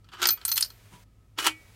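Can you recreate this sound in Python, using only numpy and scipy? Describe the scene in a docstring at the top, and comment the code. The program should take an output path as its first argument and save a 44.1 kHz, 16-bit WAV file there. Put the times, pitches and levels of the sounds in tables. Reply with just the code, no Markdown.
"""A cast-iron mechanical coin bank is worked by hand, close by in a quiet, faintly humming room.
First the pony's head scrapes down and clacks against its stop, shaking a spring.
The coin drops, rings and rattles down the chute into the base. A soft rub on the iron fills the pause.
Last, the head scrapes back up and slams home, leaving the spring ringing."""
import sys
import numpy as np
from scipy import signal
from scipy.fft import rfft, irfft
from scipy.io import wavfile
from scipy.ndimage import uniform_filter1d

SR = 44100
rng = np.random.default_rng(int(sys.argv[2]) if len(sys.argv) > 2 else 0)


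def wrap_up_sound(samples):
    """Save the sound to the file named by the first command line argument, as 16-bit audio."""
    columns = np.atleast_2d(samples).T
    # keep every value between -1 and 1, then stretch to whole-number steps
    tamed = np.clip(columns, -1, 1)
    steps = np.round(tamed * 32767).astype(np.int16)
    wavfile.write(sys.argv[1], SR, steps)


N = 77175
TIME = np.arange(N) / SR

# A "colour" says how strong a noise is at each pitch. A "mode" is one note that an object rings at.
# t60 is the time a sound takes to fade by 60 dB.
# the room's low rumble: pitch_hz, level_db
RUMBLE_COLOUR = [(15, -40.5), (25, -16.5), (49, -7), (76, -14), (108, -0.5), (127, -19.5), (141, -14),
                 (463, -29.5), (641, -35), (1190, -42), (1290, -24), (1440, -57), (16000, -69)]
# an appliance's hum: pitch_hz, level_db
HUM_TONES = [(54, -64.5), (107, -66.5)]
# iron parts knock together: start_s, level_db, peak_hz, peak_db, casting_ring_db
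IRON_CLACKS = [(0.0435, -58, 4460, 11, -62), (0.088, -50, 3200, 16, -55), (0.1178, -49.5, 1490, 15, -51),
               (0.1283, -51.5, 4550, 20, -59), (0.1442, -43, 1000, 25.5, -47.5),
               (0.2176, -25, 1400, 1, -33), (.228, -20, 1400, -24, -27), (.2395, -19.5, 3960, 7.5, -46),
               (0.2548, -14.5, 4940, 10.5, -35), (.375, -43.5, 1204, 12, -45.5),
               (0.414, -44.5, 4150, 9, -51.5), (0.856, -57, 1300, 9, -62), (1.386, -32, 2990, 14, -23),
               (1.4002, -28.5, 2880, -8, -42), (1.458, -24, 1070, 29, -38), (1.466, -15.5, 9100, 6, -21),
               (1.4711, -17.5, 930, 7, -33.5), (1.477, -19.5, 2970, 16.5, -51), (1.49, -53, 6000, -8, -77)]
# the pivot and linkage scrape as the head goes down, then up: time_s, level_db
DOWN_LEVELS = [(.05, -70.5), (.11, -67.5), (.135, -42.5), (.17, -50.5), (.2, -41.5), (.214, -35),
               (.225, -23.5), (.245, -38), (.275, -38.5), (.31, -49.5), (.35, -63.5), (.44, -57)]
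UP_LEVELS = [(1.362, -74), (1.375, -48.5), (1.387, -27.5), (1.409, -34), (1.425, -33.5), (1.45, -28),
             (1.47, -25.5), (1.493, -45), (1.519, -50)]
# grit and dense ringing of the iron, down and up: pitch_hz, level_db
DOWN_IRON_COLOUR = [(120, -54.5), (200, -9.5), (366, -25.5), (986, -8), (1140, -8.5), (1270, 1),
                    (1940, -10.5), (3130, -8), (8580, -16), (10700, -25.5), (12800, -16), (16000, -36)]
UP_IRON_COLOUR = [(130, -56.5), (220, -45), (315, -3.5), (549, -24), (601, -10.5), (1250, -2.5), (1890, -5),
                  (2960, -6.5), (3610, -7.5), (6180, -9), (16000, -19.5)]
# notes that the scraping sets off, down and up: pitch_hz, level_db, t60_s
DOWN_MODES = [(360, -12, 0.12), (1288, -3, 0.064), (1536, -6.5, 0.031), (3013, -4.5, 0.036)]
UP_MODES = [(315, -14, 0.24), (393, -10, 0.061), (1346, -0.5, 0.049), (2960, 3, 0.058), (3260, -12, 0.047)]
# modes of the casting (the iron body), spring, chute and coin: pitch_hz
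CASTING_PITCHES = [308, 392, 965, 1140, 1295, 1345, 1523, 1660, 1765, 2468, 2893, 3092, 3309, 4555]
SPRING_PITCHES = [1287, 1943, 2261, 2476, 2643]
CHUTE_PITCHES = [4150, 4214, 4250, 4430, 5222, 6146, 6368, 9049, 11680]
COIN_PITCHES = [13168, 13275, 13930, 14076]
# strength and fade of those modes, in the same order: level_db, t60_s
CASTING_MODES = [(-25, .15), (-25, 0.142), (-3.5, 0.025), (-8, 0.035), (-2.5, 0.061), (-2.5, .06),
                 (-9, .08), (-13.5, .06), (-11.5, 0.057), (-15.5, 0.19), (-20, 0.19), (-13, 0.057),
                 (-2, 0.046), (-6, 0.067)]
SPRING_MODES = [(-40.5, 2.4), (-15, 0.49), (-4, 0.41), (-3, 0.26), (-10, 0.18)]
CHUTE_MODES = [(-3, 0.058), (0, 0.033), (-7.5, 0.034), (-11, 0.061), (-12, 0.05), (-3, 0.034), (-18, 0.047),
               (-11.5, 0.0395), (-16.5, 0.0357)]
COIN_MODES = [(-2, 0.099), (-17, 0.061), (-13, 0.21), (1.5, 0.32)]
# the spring is shaken: start_s, level_db
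SPRING_SHAKES = [(.228, -38.5), (1.471, -33)]
# the coin strikes: start_s, level_db, peak_hz, peak_db, casting_ring_db, chute_ring_db, coin_ring_db
COIN_BOUNCES = [(0.2707, -16.5, 13200, 8.5, -40, -39, -23), (.288, -14.5, 4460, 7, -26.5, -14, -28),
                (0.3054, -27, 4200, 15, -37, -24, -20.5), (0.451, -18, 8860, 17, -39, -34.5, -33),
                (.479, -29.5, 9000, -4.5, -47.5, -46.5, -30.5), (0.4819, -36, 12000, 7, -45, -39.5, -40.5),
                (.49, -29.5, 4310, 4, -43, -29, -37.5), (0.5162, -24, 5980, -14.5, -39, -17.5, -36.5),
                (0.5248, -30, 12470, 4, -47.5, -35.5, -28.5), (0.558, -31, 5980, -5.5, -64, -27, -42.5),
                (0.568, -21, 7500, -3.5, -43.5, -40, -42.5), (0.5767, -17, 3035, 10.5, -35, -33.5, -26.5),
                (.608, -17, 9550, 14.5, -49, -54, -42.5), (0.6251, -13, 4820, 17, -42.5, -25, -50.5),
                (0.646, -32.5, 5050, -7, -62, -49.5, -45), (0.7024, -44, 4470, 6.5, -50, -50, -74)]
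# the clatter of a coin strike: pitch_hz, level_db
BOUNCE_COLOUR = [(180, -65.5), (300, -32.5), (1140, -14), (1410, -14), (3890, -8.5), (4230, -1.5),
                 (7320, -6.5), (9710, -7), (12500, -10.5), (14200, -4.5), (16000, -29)]
# the coin comes to lie against the iron, which chokes its ringing: time_s
CHOKE_TIMES = [.338, .612]
# a soft rub on the casting: time_s, level_db
RUB_LEVELS = [(.905, -65), (.93, -47), (.955, -51.5), (.985, -62), (1.03, -76.5)]
# the grit of that rub: pitch_hz, level_db
RUB_GRIT_COLOUR = [(76, -36), (130, 6), (198, 1.5), (625, -18), (974, -9), (1100, -16), (3750, -10),
                   (4320, -18.5), (9100, -8), (16000, -19)]
# notes that the rub sets off: pitch_hz, level_db, t60_s
RUB_MODES = [(193, -3.5, 0.073), (973, 0.5, 0.067)]
# the microphone's hiss: pitch_hz, level_db
HISS_COLOUR = [(240, -24.5), (400, -4.5), (1290, -10), (1790, -8), (2320, -7.5), (2930, -10.5),
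               (8760, -15.5), (16000, -19.5)]


def from_db(db):
    """Turn decibels into a number to multiply by."""
    return 10 ** (np.asarray(db) / 20)


def unit_power(x):
    """Scale a sound to an average power of 1."""
    return x / np.sqrt(np.mean(x ** 2) + 1e-20)


def decay(t60_s, size):
    """A fade that loses 60 dB every t60_s seconds."""
    return np.exp(-np.log(1000) * TIME[:size] / t60_s)


def noise(colour, size=N, peak_hz=1000, peak_db=0, peak_octaves=0.2):
    """Noise of a given colour, with an optional boost around one pitch."""
    hz, db = np.transpose(colour)
    octave = np.log2(np.fft.rfftfreq(size, 1 / SR) + 1)
    shape_db = np.interp(octave, np.log2(hz), db)
    shape_db -= 20 * np.maximum(np.log2(hz[0]) - octave, 0)  # falls away below the lowest pitch
    shape_db += peak_db * np.exp(-.5 * ((octave - np.log2(peak_hz)) / peak_octaves) ** 2)
    return unit_power(irfft(rfft(rng.standard_normal(size)) * from_db(shape_db), size))


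def background(rumble_db=-58):
    """Low room rumble and an appliance's hum, there from the start."""
    hum = sum(from_db(db) * np.sqrt(2) * np.sin(2 * np.pi * (hz * TIME + rng.random()))
              for hz, db in HUM_TONES)
    return from_db(rumble_db) * noise(RUMBLE_COLOUR) + hum


def clatter(hits, colour, t60_s, contact_s=0.00048, crack_s=0.00086, size=8192):
    """Each hit is a sharp crack and a burst of so many notes that they blur into noise."""
    out = np.zeros(N + size)
    rise = 1 - np.exp(-TIME[:size] / contact_s)
    crack = 1 + 0.53 * np.exp(-TIME[:size] / crack_s)
    fade = rise * crack * decay(t60_s, size)
    for start_s, db, peak_hz, peak_db in hits:
        start = int(start_s * SR)
        out[start:start + size] += from_db(db) * fade * noise(colour, size, peak_hz, peak_db)
    return out[:N]


def ring(force, hz, t60_s):
    """One mode: each push starts a fading sine wave."""
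    shrink = np.exp(-np.log(1000) / (t60_s * SR))
    turn = 2 * np.pi * hz / SR
    return signal.lfilter([0, np.sin(turn)], [1, -2 * shrink * np.cos(turn), shrink ** 2], force + 1e-18)


def struck(pitches, modes, times_s, levels_db, scatter_db=1.5):
    """Every blow rings every mode of an object, each with a slightly different strength."""
    out = np.zeros(N)
    for k, (hz, (db, t60_s)) in enumerate(zip(pitches, modes)):
        blows_db = levels_db + db + scatter_db * rng.standard_normal(len(times_s))
        force = np.zeros(N)
        force[(times_s * SR).astype(int)] = from_db(blows_db)
        out += (-1) ** k * ring(force, hz, t60_s)  # every other mode starts the opposite way
    return out


def friction(levels, colour, modes, ring_db, slips_per_s=1500, spread_db=1.5, bright_from_db=-32.5):
    """Sliding is many tiny slips: they make grit, brighter with effort, and set a few notes ringing."""
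    times_s, levels_db = np.transpose(levels)
    gain = from_db(np.interp(TIME, times_s, levels_db)) * (TIME >= times_s[0]) * (TIME <= times_s[-1])
    slips = (rng.random(N) < slips_per_s / SR) * rng.choice([-1, 1], N)
    slips = unit_power(slips * from_db(spread_db * np.minimum(rng.exponential(1, N), 3)))
    slip_power = signal.fftconvolve(slips ** 2, decay(t60_s=0.015, size=2048) ** 2)[:N]
    grit = unit_power(noise(colour) * np.sqrt(np.abs(slip_power)))
    # gentle sliding is dull: it loses treble above 2600 Hz
    dull = unit_power(signal.sosfilt(signal.butter(1, 2600, fs=SR, output="sos"), grit))
    effort = np.clip(gain / from_db(bright_from_db), 0, 1) ** 2
    grit = effort * grit + (1 - effort) * dull
    body = sum(from_db(db) * np.cos(2 * np.pi * hz * TIME) * decay(t60_s, N) for hz, db, t60_s in modes)
    singing = signal.fftconvolve(slips * gain, body / np.linalg.norm(body))[:N]
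    return (gain * grit + from_db(ring_db) * singing) / np.hypot(1, from_db(ring_db))


def stroke(clacks, levels, colour, modes, ring_db):
    """One movement of the head: the linkage scrapes and knocks on its stops, ringing the casting."""
    knocks = clatter(clacks[:, :4], colour, t60_s=0.044)
    casting = struck(CASTING_PITCHES, CASTING_MODES, times_s=clacks[:, 0], levels_db=clacks[:, 4])
    return knocks + casting + friction(levels, colour, modes, ring_db)


def head():
    """The pony's head swings down and later comes back up."""
    clacks = np.array(IRON_CLACKS)
    returning = clacks[:, 0] > UP_LEVELS[0][0]
    down = stroke(clacks[~returning], DOWN_LEVELS, DOWN_IRON_COLOUR, DOWN_MODES, ring_db=-1.5)
    up = stroke(clacks[returning], UP_LEVELS, UP_IRON_COLOUR, UP_MODES, ring_db=-2)
    return down + up


def spring():
    """Both strokes of the head shake the spring, which rings on."""
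    return struck(SPRING_PITCHES, SPRING_MODES, *np.transpose(SPRING_SHAKES))


def coin(tumble_hz=50, tumble_depth=0.37, choke_t60_s=0.05):
    """The coin bounces down, ringing the casting, the chute and itself; lying on the iron chokes it."""
    bounces = np.array(COIN_BOUNCES)
    times_s, _, _, _, casting_db, chute_db, coin_db = bounces.T
    rings = struck(CASTING_PITCHES, CASTING_MODES, times_s, casting_db)
    rings += struck(CHUTE_PITCHES, CHUTE_MODES, times_s, chute_db)
    # the coin's ring throbs as its faces turn to and from the listener
    tumbling_s = np.maximum(TIME - CHOKE_TIMES[0], 0)
    throb = 1 + tumble_depth * np.sin(2 * np.pi * tumble_hz * tumbling_s)
    for start_s, end_s in zip([0] + CHOKE_TIMES, CHOKE_TIMES + [N / SR]):
        between = (times_s >= start_s) & (times_s < end_s)
        choke = np.exp(-np.log(1000) * np.maximum(TIME - end_s, 0) / choke_t60_s)
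        rings += struck(COIN_PITCHES, COIN_MODES, times_s[between], coin_db[between]) * choke * throb
    return clatter(bounces[:, :4], BOUNCE_COLOUR, t60_s=0.04) + rings


def rub():
    """Something slides softly on the casting during the pause."""
    return friction(RUB_LEVELS, RUB_GRIT_COLOUR, RUB_MODES, ring_db=-2.5)


def room(sound, level_db=-13, t60_s=0.12, delay_s=0.0071, top_hz=14000, size=22050):
    """The walls send back a short, slightly dull echo."""
    tail = rng.standard_normal(size) * decay(t60_s, size) * (TIME[:size] > delay_s)
    tail = signal.sosfilt(signal.butter(2, top_hz, fs=SR, output="sos"), tail / np.linalg.norm(tail))
    return from_db(level_db) * signal.fftconvolve(sound, tail)[:N]


def scene(low_cut_hz=260):
    """The bank, with its bass below about 260 Hz cut away, in its room."""
    low_cut = signal.butter(4, low_cut_hz, "high", fs=SR, output="sos")
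    bank = signal.sosfilt(low_cut, head() + spring() + coin()) + rub()
    return (bank + room(bank) + background())[None]


def record(dry, hiss_db=-61, loud_db=-40.5, hold_s=0.376, shut_db=-13.5, top_hz=15900):
    """A noise gate turns the microphone's hiss down except just after loud sounds; the top is cut."""
    quiet = uniform_filter1d(dry[0] ** 2, size=256) < from_db(loud_db) ** 2
    since_loud_s = TIME - np.maximum.accumulate(np.where(quiet, -1, TIME))
    gate = uniform_filter1d(np.where(since_loud_s < hold_s, 1., from_db(shut_db)), size=256)
    mic = dry + from_db(hiss_db) * gate * noise(HISS_COLOUR)
    return signal.sosfilt(signal.ellip(12, .1, 80, top_hz, fs=SR, output="sos"), mic)


dry = scene()
out = record(dry)
wrap_up_sound(out)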